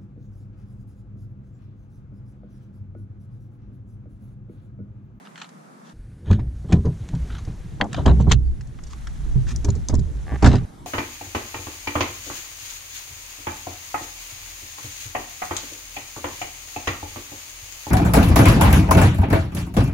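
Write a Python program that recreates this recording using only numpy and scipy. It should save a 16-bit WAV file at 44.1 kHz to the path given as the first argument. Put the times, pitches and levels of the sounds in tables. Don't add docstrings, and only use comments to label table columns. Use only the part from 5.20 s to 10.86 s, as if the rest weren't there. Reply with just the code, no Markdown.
import sys
import numpy as np
from scipy import signal
from scipy.fft import rfft, irfft
from scipy.io import wavfile
from scipy.ndimage import uniform_filter1d

SR = 44100
rng = np.random.default_rng(int(sys.argv[2]) if len(sys.argv) > 2 else 0)


def wav_record(signal):
    frames = np.transpose(np.atleast_2d(signal))
    bounded = np.clip(frames, -1, 1)
    quanta = np.round(bounded * 32767).astype(np.int16)
    wavfile.write(sys.argv[1], SR, quanta)


N = 249606


def amp(db):
    return 10 ** (np.asarray(db) / 20)


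def evened(x):
    return x / np.sqrt(np.mean(x ** 2) + 1e-20)


def read(points, hz):
    f, value = np.transpose(points)
    return np.interp(np.log(hz + 1), np.log(f + 1), value, left=-90, right=-90)


def curve(rows):
    s, *columns = np.transpose(rows)
    return [np.interp(np.arange(N) / SR, s, c) for c in columns]


def add(mix, s, sound, pan_db=0):
    part = mix[:, round(s * SR):][:, :sound.shape[-1]]
    part += (sound * amp([[pan_db / 2], [-pan_db / 2]]))[:, :part.shape[1]]


def pair(both, apart, share):
    return np.array([both + share * apart, both - share * apart])


def bands(x, edges_hz):
    hz = np.fft.rfftfreq(x.shape[-1], 1 / SR) + 1
    lowpasses = [1 / (1 + (hz / edge) ** 10) for edge in edges_hz]
    below = [np.zeros_like(hz)] + lowpasses + [np.ones_like(hz)]
    return [irfft(rfft(x) * (hi - lo), x.shape[-1]) for lo, hi in zip(below, below[1:])]


def noise(colour, patchy_db=2.5, size=1024):
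    # f/Hz, correlation (-1 to 1)
    likeness = [(60, -0.58), (120, 0.63), (240, 0.16), (490, -0.66), (980, -0.81), (1980, -0.47),
                (3970, -0.06), (7990, -0.58)]
    frames, hz = 4 * N // size + 5, np.fft.rfftfreq(size, 1 / SR)
    a, b, c, d, patches = rng.standard_normal((frames, len(hz), 5)).T
    patches = uniform_filter1d(patches, size=10, axis=0)
    patches = evened(uniform_filter1d(patches, size=8, axis=1))
    same = np.clip(np.interp(hz, *np.transpose(likeness)), -1, 1)[:, None]
    left = a + 1j * b
    right = same * left + np.sqrt(1 - same ** 2) * (c + 1j * d)
    z = np.array([left, right]) * amp(read(colour, hz)[:, None] + patchy_db * patches)
    x = signal.istft(z, nperseg=size, noverlap=size * 3 // 4)[1]
    return evened(x[:, :N])


def slips(size, per_s, smooth):
    decay_s = 0.0037
    starts = amp(3.2 * rng.exponential(1, size)) * (rng.random(size) < per_s / SR)
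    grains = signal.lfilter([1], [1, -np.exp(-1 / (decay_s * SR))], starts)
    return evened(smooth + evened(grains))


def snap(draw, band_db):
    # f/Hz, level/dB
    snap_colour = [(700, 7.5), (1200, 8.5), (1700, 9.5), (2200, 3.5), (3200, 5.5), (4200, 0.5), (5000, -6),
                   (6600, -5.5), (8000, -14), (9000, -23), (12000, -36.5), (15000, -45)]
    resonant_db = 4.5
    hz = np.fft.rfftfreq(draw.shape[1], 1 / SR)
    resonances = np.interp(hz, np.arange(80) * 300, rng.standard_normal(80))
    coloured = irfft(rfft(draw) * amp(read(snap_colour, hz) + resonant_db * resonances))
    split, widths = bands(coloured, (2400, 4800)), (.8, .45, 1.2)
    return sum(amp(d) * evened(pair(*b, width)) for d, b, width in zip(band_db, split, widths))


def field_before():
    # f/Hz, density/dB per Hz
    road_colour = [(60, -3), (160, -2.5), (330, -17), (550, -16), (1240, -16.5), (3000, -39), (8400, -37),
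                   (11000, -40.5), (14500, -54)]
    level_db, low_cut_hz = -46.5, 156
    low_cut = signal.butter(10, low_cut_hz, "high", fs=SR, output="sos")
    return amp(level_db) * evened(signal.sosfilt(low_cut, noise(road_colour, .8, size=1024)))


def field_after():
    # f/Hz, density/dB per Hz
    wind_colour = [(12, -20), (22, 0.5), (112, -8), (150, -12), (245, -13.5), (500, -22), (1060, -22),
                   (2400, -36.5), (8400, -41), (11000, -41), (14500, -59)]
    level_db = -39
    return amp(level_db) * noise(wind_colour, size=2048)


def hiss():
    # f/Hz, density/dB per Hz
    hiss_colour = [(400, -14), (900, -2.5), (1600, 0), (2600, -12.5), (6900, -13.5), (10000, -8.5),
                   (12000, -21.5), (14500, -27)]
    level_db = -62.5
    return amp(level_db) * noise(hiss_colour, patchy_db=1)


def rocking():
    # t/s, sway under the boom/dB, rumble over it/dB
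    low_levels = [(0.7, -72, -36), (0.78, -31.5, -44), (1.02, -50, -39.5), (1.11, -25, -19),
                  (1.31, -27, -38), (1.62, -34, -36.5), (2.06, -28.5, -31), (2.5, -32, -37.5),
                  (2.81, -43, -23.5), (2.99, -44, -20.5), (3.06, -29, -21), (3.27, -23.5, -34.5),
                  (3.56, -30.5, -39.5), (4.03, -30.5, -37.5), (4.08, -17.5, -32.5), (4.4, -21.5, -32),
                  (5.17, -32.5, -34.5), (5.27, -23, -33), (5.46, -27, -27.5)]
    # f/Hz, density/dB per Hz
    rumble_colour = [(29, -77), (50, 1), (90, 1), (182, -9.5), (247, -15), (395, -21), (900, -31.5),
                     (1170, -63), (1980, -120)]
    boom_db, boom_sway_db = -54, -33.5
    sway_db, rumble_db = curve(low_levels)
    sway = noise([(8, -35), (20, -7.0), (40, -13), (55, -1.0), (70, -52)], size=4096)
    boom = noise([(35, -47), (52, -5.0), (66, 17.0), (82, -7.0), (100, -10.5)], size=4096)
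    boom *= amp(boom_db + 0.8 * (sway_db - boom_sway_db))
    return amp(sway_db) * sway + boom + amp(rumble_db) * noise(rumble_colour, size=2048)


def rubbing():
    # t/s, dull level/dB, bright level/dB
    rub_levels = [(0.0, -53.5, -64), (0.56, -63, -73), (0.7, -63, -74), (0.97, -62.5, -103),
                  (1.37, -60, -64), (2.1, -47.5, -54), (2.57, -53, -59.5), (2.95, -47.5, -55),
                  (3.19, -60.5, -65.5), (3.53, -56.5, -62.5), (3.77, -50.5, -55), (4.44, -50, -54.5),
                  (4.85, -53, -57.5), (5.08, -50, -55.5), (5.23, -43.5, -54), (5.46, -47, -58)]
    # f/Hz, density/dB per Hz
    rub_colour = [(400, -33), (600, -5.5), (1000, -6), (1230, -8.5), (1700, -11), (2500, -14), (3500, -7.5),
                  (5000, -11), (6300, -5.5), (8400, -11.5), (11000, -15), (14500, -29)]
    dull_db, bright_db = curve(rub_levels)
    dull, bright = bands(noise(rub_colour, patchy_db=1.5, size=256), (2600,))
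    rustle = amp(dull_db) * evened(dull) + amp(bright_db) * evened(bright)
    return slips(N, 380, 15.0) * rustle


def scrapes():
    # t/s, length/s (0.18 at most), dull level/dB, bright re dull/dB
    scrape_rows = [(0.138, 0.15, -49, -5.5), (0.618, 0.14, -60.5, -2), (1.034, 0.17, -50, -10),
                   (1.472, 0.12, -48, -8.5), (2.062, 0.16, -51.5, -27), (2.676, 0.22, -46.5, -8),
                   (2.849, 0.089, -40.5, -12), (2.981, 0.064, -51, 1), (3.079, 0.078, -36, -4),
                   (3.677, 0.087, -60.5, 6.5), (4.257, 0.088, -45.5, 3), (5.041, 0.095, -62, -6),
                   (5.241, 0.17, -38.5, -6)]
    middle_db, longest_s = -4, .18
    out = np.zeros((2, N))
    for s, length_s, db, bright_db in scrape_rows:
        draw, grain = rng.standard_normal((2, 8192)), slips(8192, 280, 1.0)
        swell = signal.windows.tukey(round(min(length_s, longest_s) * SR), .9)
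        rough = snap(draw, (0, middle_db, bright_db)) * grain
        add(out, s, amp(db) * rough[:, :len(swell)] * swell)
    return out


def creak():
    # f/Hz, width/Hz, level/dB
    seal_modes = [(507, 200, 6), (775, 86, 7), (1160, 39, -3), (1710, 170, 8), (1910, 130, -7)]
    start_s, length_s, level_db = 5.05, .116, -40
    first_per_s, last_per_s = 65, 175
    rise_s, fall_s, edge_db = 0.029, 0.0025, -15
    out = np.zeros((2, N))
    t = np.arange(0, length_s, 1 / SR)
    progress = np.minimum(np.arange(8192) / SR / (.75 * length_s), 1)
    per_s = first_per_s + (last_per_s - first_per_s) * progress ** 3
    jitter = evened(uniform_filter1d(rng.standard_normal(8192), size=300))
    turns = np.cumsum(per_s * (1 + .2 * jitter))[:len(t)] / SR
    releases = np.diff(np.floor(turns), prepend=0) > 0
    slip = releases * amp(2.1 * rng.standard_normal((2, 8192)))[:, :len(t)]
    u = t[:900]
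    ring = sum(amp(d) * np.exp(-np.pi * w * u) * np.sin(2 * np.pi * f * u) for f, w, d in seal_modes)
    rung = evened(signal.oaconvolve(slip, ring[None], axes=1)[:, :len(t)])
    edge = np.clip(np.maximum(1 - t / rise_s, 1 - (length_s - t) / fall_s), 0, 1)
    add(out, start_s, amp(level_db + edge_db * edge) * rung)
    return out


def squeak():
    start_s, length_s, f_hz, level_db = 3.235, .07, 4600, -65
    out, t = np.zeros((2, N)), np.arange(round(length_s * SR)) / SR
    add(out, start_s, amp(level_db) * np.sin(2 * np.pi * f_hz * t) * np.hanning(len(t)))
    return out


def booms():
    # peak t/s, f/Hz, level/dB, rise/s, t60/s, left re right/dB, left's phase lead/rad
    shudders = [(1.111, 62.8, -28, 0.018, 2.2, -2, 0.32), (1.532, 79, -26, 0.031, 1.03, -1, 0.61),
                (2.03, 59.6, -21.5, 0.099, 0.075, 7, 0.53), (2.872, 64.44, -11.5, .04, 1.6, -0.5, 0.61),
                (3.081, 62, -15, 0.021, 1.9, -7, 1.26), (4.071, 58.5, -17.5, 0.018, 3.9, -1.5, 2.8),
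                (4.53, 73.1, -24.5, 0.082, 0.39, -17, 3.3), (4.758, 74.1, -15.5, .09, 0.54, -11, 3.5),
                (5.0, 57.6, -22.5, .12, 0.2, -7.5, 3), (5.131, 65.4, -22.5, .07, 0.44, -3, .72),
                (5.287, 67.5, -7, 0.068, 0.09, -6, .28)]
    start_db, longest_s = -28, 0.25
    out = np.zeros((2, N))
    for s, hz, db, rise_s, t60_s, pan_db, lead in shudders:
        t = np.arange(-rise_s, min(longest_s, t60_s / 2), 1 / SR)
        phase = 2 * np.pi * hz * (t + rise_s)
        swing = np.sin([phase + lead, phase]) * signal.windows.tukey(len(t), .25)
        swell_db = np.where(t < 0, -start_db * t / rise_s, -60 * t / t60_s)
        add(out, s - rise_s, np.sqrt(2) * amp(db + swell_db) * swing, pan_db)
    return out


def clicks():
    # t/s, dull peak level/dB, bright re dull/dB, t60/s
    click_rows = [(0.0521, -40.5, -16, 0.03), (0.0626, -41, -13, 0.017), (0.073, -34.5, -22, 0.0092),
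                  (0.158, -36, -12, 0.015), (0.178, -36, -7, 0.016), (0.2165, -28, -9, 0.029),
                  (0.245, -34.5, -15, 0.0097), (0.259, -43, -11, 0.015), (0.291, -49.5, 7.5, 0.022),
                  (1.1111, -25, -8, 0.037), (1.1282, -27.5, -9, 0.039), (1.1927, -41, -14, 0.067),
                  (1.5234, -21, -2.5, 0.046), (1.653, -44.5, 3.5, 0.06), (1.8897, -29.5, 1, 0.0078),
                  (1.9515, -42, 5.5, 0.021), (2.1017, -33.5, -29, 0.04), (2.1497, -30, -14, 0.029),
                  (2.1826, -35.5, -5, 0.048), (2.2506, -43, 7, 0.019), (2.612, -5.5, -27, 0.019),
                  (2.643, -42, 5, 0.015), (2.731, -27, 2.5, 0.013), (2.745, -18.5, -13.5, 0.02),
                  (2.8597, -14, -9.5, 0.03), (2.879, -20, -13, 0.028), (3.1141, -2, -21, 0.0083),
                  (3.118, -8, 4, 0.015), (3.1248, -13.5, 2, 0.0068), (3.4102, -40, 3, 0.022),
                  (3.473, -60.5, 18, 0.015), (3.5879, -37.5, -15, 0.025), (3.6376, -54.5, 22, 0.018),
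                  (3.6683, -48.5, 9, 0.042), (3.7333, -32, -5, 0.017), (3.8713, -27, -6, 0.023),
                  (4.0937, -59, -12, 0.019), (4.12, -47, -7, 0.041), (4.269, -34.5, -15, 0.029),
                  (4.362, -42, 23.5, 0.0088), (4.4459, -31, 10.5, 0.03), (4.4866, -36.5, 4, 0.037),
                  (4.5035, -38.5, 16.5, 0.014), (4.552, -52, 16.5, 0.044), (4.687, -35, 25.5, 0.0047),
                  (4.695, -34, 2, 0.06), (4.7417, -41.5, 14, 0.025), (4.753, -39, 16, 0.013),
                  (4.7924, -49.5, 17.5, 0.028), (5.2243, -21, -3, 0.051), (5.244, -7, -11, 0.046),
                  (5.2594, -10.5, -7.5, 0.069), (5.2724, -23.5, 2.5, 0.051), (5.342, -40, -3, 0.027),
                  (5.3564, -21, -6, 0.012)]
    # until t/s, level/dB
    middle_rows = [(.7, -1), (3.117, -6.5), (3.2, 4.5), (5.2, -9.5), (6, -11)]
    middle_per_bright = 0.18
    tail_db, tail_t60_s = -20.5, 0.059
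    crest, pan_db = 2.7, -0.5
    out, t = np.zeros((2, N)), np.arange(2048) / SR
    draws = rng.standard_normal((len(click_rows), 2, len(t)))
    for (s, db, bright_db, t60_s), draw in zip(click_rows, draws):
        swell = 1 - np.exp(-t / (.09 * t60_s))
        fall = (amp(-60 * t / t60_s) + amp(tail_db - 60 * t / tail_t60_s)) * swell
        middle_db = next(d for until, d in middle_rows if s < until) + middle_per_bright * bright_db
        burst = snap(draw, (0, middle_db, bright_db)) * fall / (crest * fall.max())
        add(out, s - .001, amp(db) * burst, pan_db)
    ping_s, ping_hz, ping_db, ping_t60_s = 2.613, 3200, -19, .03
    add(out, ping_s, amp(ping_db - 60 * t / ping_t60_s) * np.sin(2 * np.pi * ping_hz * t))
    return out


def thuds():
    # t/s, floor pan peak level/dB, hardness as trim re floor pan/dB
    blows = [(1.074, -23.5, -17), (1.106, -3, -15), (1.192, -19.5, -11), (1.444, -23, -19),
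             (1.494, -19, -12), (1.524, -1.5, -15.5), (1.556, -11.5, -21), (1.586, -12.5, -25),
             (1.648, -9, -16), (1.932, -11, -22.5), (2.274, -19, -19), (2.448, -27.5, -30),
             (2.605, -30.5, 16.5), (2.779, -28.5, 10), (2.858, -6, -6), (2.88, -16, 0), (2.902, -11.5, -8),
             (3.0, -10, -11), (3.071, -9, -12.5), (3.113, -12, -10), (3.143, -7, -49), (3.381, -27, -42),
             (4.06, -27, -20), (4.155, -11.5, -27.5), (4.332, -26, -36), (4.445, -20, -8.5),
             (4.486, -7.5, -15), (4.549, -18.5, -21), (4.692, -18.5, -7), (4.73, -9.5, -11.5),
             (4.781, -9, -30), (5.121, -19, -7.5), (5.226, -8.5, -2.5), (5.244, -2.5, -10),
             (5.263, -5.5, -5), (5.3, -14.5, -7), (5.337, -12, -2)]
    # f/Hz, level/dB, t60/s
    body_modes = [(99, -9.5, 0.25), (128.4, -2.5, 0.17), (162, -9, 0.23), (213, -2.5, 0.33),
                  (252.4, 6.5, 0.081), (292.8, 1.5, 0.11), (323, 6, 0.047), (386.6, -0.5, 0.13),
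                  (426.5, -4, 0.05), (613, 6, 0.016), (725, -0.5, 0.021), (790, -7.5, 0.036),
                  (937, 0.5, 0.02), (1130, -49, .04)]
    widths, pans_db = (0.85, 0.51, 0.75), (-8, -3, 4.5)
    skin_db, skin_per_trim = 4, 0.64
    rattle_s, rattle_spread = 0.0087, 0.33
    out, t = np.zeros((2, N)), np.arange(SR // 6) / SR
    draws = rng.standard_normal((len(blows), 2, 3000))
    bodies = []
    for modes in (body_modes[:3], body_modes[3:9], body_modes[9:]):
        ring = sum(amp(d - 60 * t / t60_s) * np.sin(2 * np.pi * f * t) for f, d, t60_s in modes)
        padding = signal.butter(3, 1.3 * modes[-1][0], fs=SR, output="sos")
        bodies.append(signal.sosfilt(padding, ring))
    for (s, db, trim_db), (both, apart) in zip(blows, draws):
        u = t[:3000] / (rattle_s * np.exp(rattle_spread * apart[0]))
        groups_db = 0, skin_db + skin_per_trim * trim_db, trim_db
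        for body, group_db, pan_db, width in zip(bodies, groups_db, pans_db, widths):
            rattle = pair(both, apart, width) * u * np.exp(-u)
            rung = signal.fftconvolve(rattle, body[None], axes=1)
            add(out, s - .005, amp(db + group_db) * rung / abs(rung).max(), pan_db)
    return out


def scene():
    in_s, out_s, fade_s = .73, 5.452, 0.0033
    t = np.arange(N) / SR
    came_in, left = (np.clip((t - s) / fade_s, 0, 1) for s in (in_s, out_s))
    outdoors = field_before() * (1 - came_in) + field_after() * left
    car = hiss() + rocking() + creak() + squeak() + booms() + thuds()
    contacts = rubbing() + scrapes() + clicks()
    return outdoors + car * came_in * (1 - left) + contacts * (1 - left)


def record(dry):
    # t/s, side gain/dB
    side_gain = [(.73, -3.5), (.736, -103), (2.09, -84), (2.12, -26), (2.55, -7)]
    edge_hz = 15200
    mid = (dry[0] + dry[1]) / 2
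    side = (dry[0] - dry[1]) / 2 * amp(curve(side_gain)[0])
    soft = 1.15 * np.tanh(np.array([mid + side, mid - side]) / .98)
    band_limit = signal.firwin(511, edge_hz, window=("kaiser", 9), fs=SR)
    return signal.oaconvolve(soft, band_limit[None], "same")


dry = scene()
out = record(dry)
wav_record(out)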